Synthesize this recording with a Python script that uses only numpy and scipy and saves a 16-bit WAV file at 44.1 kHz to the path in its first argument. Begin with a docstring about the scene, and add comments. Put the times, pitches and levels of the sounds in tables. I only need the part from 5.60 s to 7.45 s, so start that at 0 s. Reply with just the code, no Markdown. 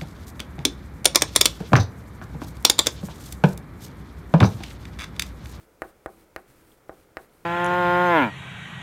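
"""Chalk on a wall board

Chalk writes on a large wall board in a quiet classroom. Dry knocks are a short push filtered by the
board's response, with a low thump and a crack at the tip; echoes, bending waves returning from
the frame, panel modes and room reverberation prolong them. The sliding chalk is random grains
filtered into a faint hiss, a rub and a panel hum, with tiny clicks where the tip catches.
Shaped noise forms the low room background."""
import sys
import numpy as np
from scipy import signal
from scipy.fft import rfft, irfft
from scipy.io import wavfile

SR = 44100
rng = np.random.default_rng(int(sys.argv[2]) if len(sys.argv) > 2 else 0)


def materialize(psi):
    """Save the field psi as 16-bit PCM at rate SR to the path in sys.argv[1].

    A 1-D psi becomes a single channel; in a 2-D psi each row is a channel.
    """
    bounded = np.clip(np.atleast_2d(psi).T, -1, 1)
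    quanta = np.round(bounded * 32767).astype(np.int16)
    wavfile.write(sys.argv[1], SR, quanta)


N = 81585  # output length in samples
SIZE = 2 ** 17  # transform length in samples
HZ = np.maximum(np.arange(SIZE // 2 + 1) * SR / SIZE, 1)
AGE = np.arange(SIZE) / SR  # seconds

# Landings of the chalk. Each row: time in seconds, push level in dB, contact corner in Hz,
# tip crack in dB re CRACK_DB, thump in dB re THUMP_DB, stick ring in Hz, stick ring level in dB.
TAPS = [(0.2199, -0.5, 1760, 5, -0.5, 3900, -60), (0.4604, -1.5, 1186, -1.5, 2.5, 3220, -44.5),
        (0.7624, -6, 2930, 1.5, -3, 3840, -64), (1.2945, -5, 950, -28, -4.5, 3740, -52),
        (1.57, -5, 2580, -4.5, -2.5, 5300, -38.5)]
CONTACT_TOP = 2.17  # the push falls off faster above this multiple of the contact corner
STICK_T60_S = .009

# Response of the board at the point of contact. Each row: frequency in Hz, gain in dB re BOARD_DB.
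BOARD = [(40, -20), (200, 2), (320, 10), (620, 13), (800, 10.5), (920, 0.5), (1100, 10), (1450, 8.5),
         (1850, 8.5), (2300, 3.5), (3050, 0), (3350, -12.5), (3900, 0.5), (5200, -2.5), (6300, -6.5),
         (16000, -54)]
BOARD_DB = 0.5

# Early reflections off nearby surfaces. Each row: delay in ms, signed share of the echo level.
ECHOES = [(3.98, -.11), (4.46, -.24), (6.14, .15)]
ECHO_CORNER_HZ, ECHO_LEVEL_DB = 2800, 1

# Bending waves back from the frame. Each row: travel time in ms at BEND_HZ, signed share.
RETURNS = [(8.18, -.1), (8.98, .3), (12.54, -.1), (14.54, -.15), (15.98, .14), (18.34, .1), (23.28, -.13),
           (26.88, -.13), (28.8, .12), (31.04, .13), (33.32, .13), (36.84, .15), (39.12, .19),
           (49.28, -.09), (57.68, .09)]
BEND_HZ, BEND_CUT_HZ, BEND_LOW_HZ, BEND_DB = 500, 1550, 313, -0.5

# Dense reflections: early scatter, the wash of many merged later returns, and the room.
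SCATTER_DB, SCATTER_T60_S, SCATTER_DELAY_S = -7, 0.017, 0.003265
SCATTER_HZ, SCATTER_WIDTH_OCT = 1770, 0.31
WASH_DB, WASH_T60_S, WASH_DELAY_S, WASH_HZ, WASH_WIDTH_OCT = -20.5, 0.19, .02, 880, 0.71
ROOM_DB, ROOM_T60_S, ROOM_DELAY_S, ROOM_CUT_HZ = -17, 0.34, .012, 12000

# Modes of the panel. Each row: frequency in Hz, mean level in dB before the rise, T60 in seconds.
PANEL = [(201.7, -53, 0.53), (320, -62, 0.54), (360.3, -39, 0.19), (412, -49, 0.12), (456, -54.5, 0.3),
         (515, -54, 0.36), (667, -51, 0.27), (777, -52, 0.45), (768, -53, 0.1), (890, -52, .16),
         (1020, -76, 0.085), (1190, -70, 0.15)]
PANEL_RISE_S, PANEL_SPREAD_DB = 0.054, 3  # the balance changes with the spot that is struck

THUMP_HZ, THUMP_T60_S, THUMP_DB, THUMP_RISE_S = 60, 0.066, -33, 0.006

# Spectrum of the crumbling tip. Each row: frequency in Hz, relative level in dB.
CRACK = [(2500, -19), (4200, -1.5), (6200, -6), (8000, -0.5), (9600, -7), (11000, 3), (13000, -11),
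         (16000, -2.5)]
CRACK_DB, CRACK_T60_S = -38.5, 0.0079

# Slides of the chalk. Each row: start in seconds, length in seconds, hiss in dB, rubbing in dB,
# panel hum in dB.
STROKES = [(-.02, 0.08, -70, -59.5, -68), (0.21, 0.11, -66, -59.5, -62.5), (0.475, 0.1, -67, -63.5, -61),
           (0.559, 0.095, -72, -60.5, -58.5), (0.76, 0.072, -67.5, -67, -57.5),
           (0.866, 0.077, -67.5, -58, -69), (0.935, 0.12, -71, -60.5, -62),
           (1.042, 0.12, -67, -61.5, -64.5), (1.167, 0.028, -78, -59, -83), (1.276, 0.029, -82, -57, -70),
           (1.297, 0.16, -72, -62, -65.5), (1.571, 0.1, -66, -60, -79), (1.703, 0.23, -72, -65, -74)]
STROKE_ATTACK_S, STROKE_RELEASE_S = 0.032, 0.033
STROKE_HUM_HZ, STROKE_HUM_OCT = 323, .05
GRAINS_PER_S, GRAIN_SPREAD_DB = 5600, 2.5

# Spectrum of the hiss at the tip. Each row: frequency in Hz, relative level in dB.
HISS = [(2500, -31), (4000, 1), (6200, -14.5), (8000, 3), (9400, 7.5), (10500, -2), (12000, 7),
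        (16000, -4.5)]
# Spectrum of the rub on the board's face. Each row: frequency in Hz, relative level in dB.
RUB = [(40, 12), (250, 6), (450, -17), (900, -3.5), (1400, -4.5), (2100, -4.5), (3000, -9.5), (6000, -13.5)]

# Light catches of the tip. Each row: time in seconds, level in dB before the decay.
TICKS = [(1.117, -54.5), (1.696, -61)]
TICK_HZ, TICK_WIDTH_OCT, TICK_T60_S = 3300, .2, .02

# Spectrum of the room noise. Each row: frequency in Hz, relative density in dB per Hz.
AIR = [(15, -41), (25, -4.5), (190, -9), (256, -9.5), (335, -7), (394, -6.5), (503, -6), (677, -13),
       (988, -14.5), (1070, -18), (1400, -13), (1650, -21), (2220, -21), (2840, -28), (3430, -27),
       (3720, -29.5), (16000, -30.5)]
AIR_DB = -59.5
# Narrow bands in the room noise. Each row: centre frequency in Hz, level in dB.
HUM = [(322, -78), (443, -75)]
HUM_WIDTH_OCT = 0.026

CUTOFF_HZ = 16000


def taps():
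    """Impact excitation: each push drives one board and its modes; thump, crack and stick ring add."""
    board = from_db(BOARD_DB) * colour(BOARD) * paths()
    low_thump = thump()
    tip = colour(CRACK)
    spectrum = 0
    for s, db, contact_hz, crack_db, thump_db, stick_hz, stick_db in TAPS:
        push = from_db(db) * low_pass(contact_hz) * abs(low_pass(CONTACT_TOP * contact_hz))
        knock = push * (board + panel(PANEL_SPREAD_DB))
        knock = knock + from_db(THUMP_DB + thump_db) * low_thump
        crack = from_db(CRACK_DB + crack_db) * noise(tip) * dying(CRACK_T60_S)
        stick = from_db(stick_db) * np.sin(2 * np.pi * stick_hz * AGE) * dying(STICK_T60_S)
        spectrum = spectrum + delay(s) * (knock + rfft(crack + stick))
    return irfft(spectrum)[:N]


def thump():
    """Damped oscillation: a low cosine with a brief rise and exponential decay, as a spectrum."""
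    envelope = dying(THUMP_T60_S) * (1 - np.exp(-AGE / THUMP_RISE_S))
    return rfft(-np.cos(2 * np.pi * THUMP_HZ * AGE) * envelope)


def panel(spread_db):
    """Modal superposition: decaying sines build up together, their balance varied by chance."""
    gains = from_db(spread_db * rng.standard_normal(len(PANEL)))
    ring = 0
    for k, (hz, db, t60) in enumerate(PANEL):
        sign = (-1) ** k  # neighbouring modes alternate in polarity
        ring = ring + sign * gains[k] * from_db(db) * np.sin(2 * np.pi * hz * AGE) * dying(t60)
    return rfft(ring * (1 - np.exp(-AGE / PANEL_RISE_S)))


def paths():
    """Multipath propagation: direct sound, echoes, bending waves and dense reflections add."""
    echoes = sum(share * delay(ms / 1000) for ms, share in ECHOES)
    echoes = from_db(ECHO_LEVEL_DB) * abs(low_pass(ECHO_CORNER_HZ)) * echoes
    scatter = from_db(SCATTER_DB) * diffuse(SCATTER_T60_S, SCATTER_DELAY_S)
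    scatter = scatter * band(SCATTER_HZ, SCATTER_WIDTH_OCT)
    room = from_db(ROOM_DB) * diffuse(ROOM_T60_S, ROOM_DELAY_S) * low_pass(ROOM_CUT_HZ)
    wash = from_db(WASH_DB) * diffuse(WASH_T60_S, WASH_DELAY_S) * band(WASH_HZ, WASH_WIDTH_OCT)
    return 1 + echoes + bending_returns() + scatter + wash + room


def bending_returns():
    """Dispersion: bending-wave speed grows as the root of frequency, so the highs return first."""
    # The phase delay is twice the group delay, which is the travel time.
    waves = sum(share * delay(2 * ms / 1000 * np.sqrt(BEND_HZ / HZ)) for ms, share in RETURNS)
    without_lows = 1 - abs(low_pass(BEND_LOW_HZ)) ** 2
    return from_db(BEND_DB) * waves * abs(low_pass(BEND_CUT_HZ)) * without_lows


def strokes():
    """Friction excitation: sliding chalk hisses at the tip, rubs the face and makes the panel hum."""
    t = AGE[:N]
    hiss, rub = grit(colour(HISS)), grit(colour(RUB))
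    hum = grit(band(STROKE_HUM_HZ, STROKE_HUM_OCT))
    out = 0
    for start, length, hiss_db, rub_db, hum_db in STROKES:
        attack = (t - start) / STROKE_ATTACK_S
        release = (start + length - t) / STROKE_RELEASE_S
        pressure = np.clip(np.minimum(attack, release), 0, 1) ** .5
        slide = from_db(hiss_db) * hiss + from_db(rub_db) * rub + from_db(hum_db) * hum
        out = out + pressure * slide
    return out


def grit(response):
    """Shot noise: chalk grains break off at random and excite a response; scaled to rms 1."""
    spread = np.minimum(rng.exponential(1, SIZE), 5)
    sizes = from_db(GRAIN_SPREAD_DB * spread) * rng.choice([-1, 1], SIZE)
    breaks = rng.random(SIZE) < GRAINS_PER_S / SR
    return rms_one(irfft(rfft(sizes * breaks) * response))[:N]


def ticks():
    """Transient excitation: a light catch of the tip gives a narrow burst of decaying noise."""
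    spectrum = 0
    for s, db in TICKS:
        click = noise(band(TICK_HZ, TICK_WIDTH_OCT)) * dying(TICK_T60_S)
        spectrum = spectrum + from_db(db) * delay(s) * rfft(click)
    return irfft(spectrum)[:N]


def room_noise():
    """Stationary noise: a steady broad air spectrum with two soft narrow bands."""
    air = from_db(AIR_DB) * noise(colour(AIR))
    hums = sum(from_db(db) * noise(band(hz, HUM_WIDTH_OCT)) for hz, db in HUM)
    return (air + hums)[:N]


def diffuse(t60, start_s):
    """Diffuse reverberation: dense reflections as exponentially decaying noise of energy 1."""
    tail = rng.standard_normal(SIZE) * dying(t60)
    return rfft(tail / np.sqrt(np.sum(tail ** 2))) * delay(start_s)


def noise(response):
    """Linear filtering: white noise takes the colour of a response; scaled to rms 1."""
    return rms_one(irfft(rfft(rng.standard_normal(SIZE)) * response))


def colour(points):
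    """Minimum phase: folding the cepstrum gives a causal response through (Hz, dB) points."""
    hz, db = np.transpose(points)
    gain = from_db(np.interp(np.log(HZ), np.log(hz), db))
    cepstrum = irfft(np.log(gain))
    cepstrum[1:SIZE // 2] *= 2
    cepstrum[SIZE // 2 + 1:] = 0
    return np.exp(rfft(cepstrum))


def low_pass(hz):
    """Second-order roll-off: a maximally flat low-pass response."""
    s = 1j * HZ / hz
    return 1 / (1 + np.sqrt(2) * s + s * s)


def band(hz, octaves):
    """Band selection: a Gaussian response on a logarithmic frequency axis."""
    return np.exp(-.5 * (np.log2(HZ / hz) / octaves) ** 2)


def delay(s):
    """Pure delay: phase turns in proportion to frequency."""
    return np.exp(-2j * np.pi * HZ * s)


def dying(t60):
    """Exponential damping: amplitude falls 60 dB in t60 seconds."""
    return np.exp(-np.log(1000) * AGE / t60)


def from_db(db):
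    """Logarithmic level: decibels to amplitude gain."""
    return 10 ** (np.asarray(db) / 20)


def rms_one(x):
    """Effective value: scale a signal to rms 1."""
    return x / np.sqrt(np.mean(x ** 2) + 1e-20)


def scene():
    """Superposition: knocks, strokes, ticks and room noise add in one channel."""
    return (taps() + strokes() + ticks() + room_noise())[None]


def record(dry):
    """Band limiting: a steep elliptic low-pass removes the top of the spectrum."""
    top_cut = signal.ellip(10, .1, 70, CUTOFF_HZ, fs=SR, output="sos")  # ripple, stopband in dB
    return signal.sosfilt(top_cut, dry)


dry = scene()
out = record(dry)
materialize(out)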